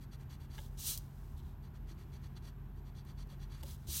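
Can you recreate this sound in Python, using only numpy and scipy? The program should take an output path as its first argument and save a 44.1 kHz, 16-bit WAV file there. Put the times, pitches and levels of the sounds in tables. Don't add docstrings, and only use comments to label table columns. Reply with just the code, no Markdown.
import sys
import numpy as np
from scipy import signal
from scipy.fft import rfft, irfft
from scipy.io import wavfile

SR = 44100
rng = np.random.default_rng(int(sys.argv[2]) if len(sys.argv) > 2 else 0)


def dump(signal):
    limited = np.clip(np.atleast_2d(signal).T, -1, 1)
    pcm = np.round(limited * 32767).astype(np.int16)
    wavfile.write(sys.argv[1], SR, pcm)


N = 176400
T = np.arange(N) / SR
CUTOFF_HZ = 15850


def from_db(db):
    return 10 ** (np.asarray(db) / 20)


def unit_rms(x):
    return x / np.sqrt(np.mean(x ** 2) + 1e-20)


def colour(x, spectrum):
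    hz, db = np.transpose(spectrum)
    f = np.maximum(np.fft.rfftfreq(N, 1 / SR), 1)
    curve = from_db(np.interp(np.log(f), np.log(hz), db))
    band = np.minimum(f / hz[0], 1) ** 2 * (f < CUTOFF_HZ + 500)
    return unit_rms(irfft(rfft(x) * curve * band, N))


def split(x, crossover_hz=6770):
    f = np.fft.rfftfreq(N, 1 / SR)
    body = irfft(rfft(x) / (1 + (f / crossover_hz) ** 6), N)
    return body, x - body


def drift(rate_hz):
    f = np.fft.rfftfreq(N, 1 / SR)
    return unit_rms(irfft(rfft(rng.standard_normal(N)) * (f > 0) / (1 + (f / rate_hz) ** 4), N))


def tone(hz, wander):
    cycles = rng.random() + np.cumsum(hz * (1 + wander * drift(1.22))) / SR
    return np.sqrt(2) * np.sin(2 * np.pi * cycles)


def resonate(x, hz, *widths_hz):
    for width in widths_hz:
        r = np.exp(-np.pi * width / SR)
        feedback = [1, -2 * r * np.cos(2 * np.pi * hz / SR), r * r]
        x = signal.lfilter(np.array([1, 0, -1]) * (1 - r * r) / 2, feedback, x + 1e-18)
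    return unit_rms(x)


def strike(mode, times, hits_db):
    hz, db, t60 = mode
    force = np.zeros(N)
    force[(times * SR).astype(int)] = from_db(hits_db)
    r, w = np.exp(-np.log(1000) / (t60 * SR)), 2 * np.pi * hz / SR
    return from_db(db) * signal.lfilter([0, np.sin(w)], [1, -2 * r * np.cos(w), r * r], force + 1e-18)


def slips(grain_db):
    return unit_rms(rng.standard_normal(N) * from_db(grain_db * np.minimum(rng.exponential(1, N), 5)))


def arch(start, length):
    u = np.clip((T - start) / length, 0, 1)
    return 4 * u * (1 - u)


def burst(start, decay_s):
    return (T >= start) * np.exp(-np.maximum(T - start, 0) / decay_s)


# multiple of the fan's turning rate, level in dB.
FAN_HARMONICS = [(3, -58), (5, -67), (6, -54.5), (8, -66.5), (9, -69.5), (10, -71.5)]
# pitch in Hz, level in dB.
ROOM_DRONES = [(79.5, -57), (100, -66)]
def hum(fan_hz=22.86, waver_db=1):
    tones = [(k * fan_hz, db) for k, db in FAN_HARMONICS] + ROOM_DRONES
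    return sum(tone(hz, wander=0.0015) * from_db(db + waver_db * drift(7.3)) for hz, db in tones)


# time in seconds, relative level in dB.
RUMBLE_FADER = [(0.0, -52), (0.29, -59), (0.77, -46), (0.83, -58.5), (1.01, -48), (1.12, -65), (1.18, -49),
                (1.65, -53.5), (1.69, -61), (1.83, -45), (2.0, -56), (2.75, -49), (3.1, -56.5), (3.23, -44),
                (3.33, -56), (3.44, -46.5), (3.94, -58.5), (4.0, -65)]
def rumble():
    fader_db = np.interp(T, *np.transpose(RUMBLE_FADER))
    return tone(44.9, wander=0.026) * from_db(0.5 + fader_db)


# frequency in Hz, relative level in dB.
AIR_EQ = [(22, -103), (32, -86.5), (55, -78.5), (110, -73), (160, -79.5), (230, -83), (290, -89),
          (400, -88.5), (500, -101), (820, -95.5), (1050, -97), (1250, -102), (1550, -102), (2100, -109),
          (3200, -113), (5000, -121), (8000, -124), (10500, -126), (12600, -117), (14000, -120),
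          (15700, -121)]
def air():
    bed = colour(rng.standard_normal(N), AIR_EQ)
    hiss = resonate(rng.standard_normal(N), 13080, 410, 410)
    return from_db(-55) * bed + from_db(-82) * hiss


# start in seconds, length in seconds, level in dB, ring trim in dB, treble trim in dB.
ERASER_STROKES = [(0.002, 0.057, -66, 0.5, 7.5), (0.11, 0.054, -64, 3, 4.5), (0.184, 0.063, -65, -10.5, 0),
                  (0.287, .085, -59.5, -1.5, 2), (0.392, 0.078, -65, -1, 3), (0.493, 0.1, -59.5, -0.5, 2.5),
                  (1.618, 0.073, -71.5, 2.5, 2), (1.734, 0.052, -65, -8, -1), (1.866, 0.079, -63, -1.5, 0),
                  (1.966, 0.09, -63, -4.5, -0.5), (2.114, .072, -64.5, 1.5, 1), (2.21, .079, -64.5, -2, 1),
                  (2.347, 0.047, -64, 0.5, -3), (2.414, 0.1, -62, -0.5, 3), (2.753, 0.059, -78.5, 4.5, 10),
                  (2.843, 0.078, -68.5, -0.5, 1), (2.939, 0.087, -66.5, 3.5, 1), (3.048, 0.088, -63, -2, 0),
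                  (3.166, 0.079, -61.5, 2, 1), (3.281, 0.083, -63, -1, 1.5), (3.389, 0.079, -65.5, 1.5, 2),
                  (3.491, 0.1, -61, 0, -0.5), (3.568, 0.068, -65, -3, 4)]
# frequency in Hz, relative level in dB.
RUBBER_EQ = [(250, -5), (600, 5), (1200, 11.5), (2500, 7.5), (4300, -1), (5100, -0.5), (6500, 2),
             (8000, -1.5), (10500, -5), (12500, 1), (15800, -13.5)]
# centre in Hz, width in Hz, relative level in dB.
PENCIL_RESONANCES = [(1940, 270, -11.5), (3130, 190, -8.5), (3397, 320, 1), (4100, 340, -0.5),
                     (4530, 250, 2), (5880, 1000, -2), (6560, 370, -31), (8920, 400, -7.5)]
def eraser(detune=0.01, vary_db=1.5, judder_db=1.54):
    body, treble = split(colour(slips(grain_db=3.5), RUBBER_EQ))
    friction = slips(grain_db=3.5)
    out = np.zeros(N)
    for start, length, db, ring_db, treble_db in ERASER_STROKES:
        span = slice(int(start * SR), int((start + length) * SR))
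        ring = 0
        for hz, width, mode_db in PENCIL_RESONANCES:
            shift, strength = rng.uniform(-1, 1, 2)
            mode = resonate(friction[span], hz * (1 + detune * shift), width, width)
            ring += from_db(mode_db + vary_db * strength) * mode
        pressure = arch(start, length)[span] ** 1.28
        scuff = body[span] + from_db(treble_db) * treble[span]
        out[span] += from_db(db) * pressure * (scuff + from_db(ring_db) * unit_rms(ring))
    return out * from_db(-4 + judder_db * drift(60))


# start in seconds, length in seconds, level in dB.
HAND_DRAGS = [(.05, 0.52, -79), (1.71, .85, -75), (3.096, 0.64, -75.5)]
# frequency in Hz, relative level in dB.
DRAG_EQ = [(500, -5), (1500, 5.5), (2700, 0), (3600, -5), (8000, -11.5), (15000, -11)]
def hand_drag():
    envelope = sum(from_db(db) * arch(start, length) for start, length, db in HAND_DRAGS)
    return envelope * colour(slips(grain_db=2), DRAG_EQ)


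# start in seconds, length in seconds, hiss in dB, rasp in dB.
HAND_SLIDES = [(.525, .17, -63.5, -69.5), (.66, 0.16, -75, -86), (0.956, .13, -74, -81),
               (0.997, 0.45, -73.5, -86), (1.363, .05, -74, -70.5), (1.402, 0.15, -76, -77),
               (3.631, 0.14, -58, -65.5), (3.735, 0.2, -73, -79)]
# frequency in Hz, relative level in dB.
TOUCH_EQ = [(600, 1), (2600, -2.5), (3700, 0), (5000, 4.5), (7000, 3.5), (10000, 2), (12000, 3), (15700, 4)]
def hand_slides(rasp_hz=3590, width_hz=1030):
    hiss = colour(slips(grain_db=4), TOUCH_EQ)
    rasp = resonate(slips(grain_db=6.5), rasp_hz, width_hz, 2 * width_hz)
    return sum(arch(start, length) * (from_db(hiss_db) * hiss + from_db(rasp_db) * rasp)
               for start, length, hiss_db, rasp_db in HAND_SLIDES)


# time in seconds, click in dB, ring in dB.
GRIP_KNOCKS = [(.547, -68, -67), (0.581, -61, -54.5), (0.5867, -62, -53), (.589, -63, -53.5),
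               (3.629, -55, -62), (3.6334, -47.5, -57)]
# pitch in Hz, gain in dB, seconds to fall 60 dB.
PENCIL_MODES = [(870, 0.5, 0.03), (1300, -9, 0.017), (1666, -1, 0.043), (2100, -5, 0.024), (2980, 3, .02),
                (3360, -5.5, 0.029), (3600, -4.5, 0.024), (6000, -5, 0.009)]
def pencil_knocks(vary_db=4.5):
    times, _, ring_db = np.transpose(GRIP_KNOCKS)
    clicks = sum(from_db(db) * burst(start, decay_s=0.0031) for start, db, _ in GRIP_KNOCKS)
    out = clicks * colour(slips(grain_db=2.5), TOUCH_EQ)
    for k, mode in enumerate(PENCIL_MODES):
        hits_db = ring_db + vary_db * rng.standard_normal(len(times))
        out += (-1) ** k * strike(mode, times, hits_db)
    return out


# time in seconds, then the hit on the deep, middle and upper mode in dB.
HAND_LANDINGS = [(.591, -51, -60, -62), (1.344, -45, -71, -79), (1.432, -44, -81, -84),
                 (1.91, -68, -54, -81), (2.051, -51, -55.5, -73.5), (3.325, -52, -77, -64.5),
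                 (3.623, -45.5, -59, -75), (3.639, -52, -61, -57.5), (3.888, -39, -53.5, -68)]
# pitch in Hz, gain in dB, seconds to fall 60 dB.
WOOD_MODES = [(71.8, 3, 0.35), (330, 2.5, 0.11), (562.5, 6, 0.088)]
def table_bumps():
    times, *hits_db = np.transpose(HAND_LANDINGS)
    return sum(strike(mode, times, db) for mode, db in zip(WOOD_MODES, hits_db))


# time in seconds, level in dB.
SWEEP_FADERS = [
    [(.769, -74), (.774, -59.5), (.797, -48), (.835, -47), (.872, -38.5), (.905, -38.5), (.95, -45.5),
     (.988, -60.5), (1.0, -64)],
    [(3.868, -81), (3.870, -56), (3.9, -46), (3.935, -42), (3.972, -39), (4.0, -41.5)],
]
# frequency in Hz, relative level in dB.
SKIN_EQ = [(400, -26), (1200, -11), (2150, -11.5), (2400, -6.5), (3300, 1.5), (4400, 4.5), (5100, 0.5),
           (6000, 6), (7400, 2), (8000, 1.5), (9000, 6.5), (10500, -1.5), (12000, 3), (15700, 1.5)]
def palm_sweeps(release_s=0.019, brighten_above_db=-43.5):
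    body, treble = split(colour(slips(grain_db=1.5), SKIN_EQ))
    level = 0
    for fader in SWEEP_FADERS:
        times, db = np.transpose(fader)
        release = np.exp(-np.maximum(T - times[-1], 0) / release_s)
        level += from_db(np.interp(T, times, db)) * (T > times[0]) * release
    brightness = (level / from_db(brighten_above_db)) ** 0.27
    return level * (body + brightness * treble)


# time in seconds, level in dB.
CRUMB_TICKS = [(0.976, -35.5), (0.985, -46), (1.381, -62), (1.63, -66), (1.945, -76), (2.657, -73),
               (2.76, -71), (3.05, -61.5), (3.273, -67)]
# frequency in Hz, relative level in dB.
TICK_EQ = [(5000, -3.5), (9000, -3), (15000, 1)]
def crumb_ticks():
    envelope = sum(from_db(db) * burst(start, decay_s=0.0023) for start, db in CRUMB_TICKS)
    return envelope * colour(slips(grain_db=2.5), TICK_EQ)


def reflections(x, table_db=-11, table_decay_s=0.005, room_db=-21, room_t60_s=0.34):
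    t = T[:SR // 3]
    early = np.exp(-t / table_decay_s)
    tail = np.exp(-np.log(1000) * t / room_t60_s)
    response = 0
    for db, decay in ((table_db, early), (room_db, tail)):
        echoes = rng.standard_normal(len(t)) * decay * (t > 0.001)
        response += from_db(db) * echoes / np.sqrt(np.sum(echoes ** 2))
    return signal.fftconvolve(x, response)[:N]


def scene():
    foley = eraser() + hand_drag() + hand_slides() + pencil_knocks() + palm_sweeps() + crumb_ticks()
    foley = from_db(-0.3) * (foley + reflections(foley))
    return (foley + table_bumps() + hum() + rumble() + air())[None]


def record(dry):
    return signal.sosfilt(signal.ellip(12, 0.1, 70, CUTOFF_HZ, fs=SR, output="sos"), dry)


dry = scene()
out = record(dry)
dump(out)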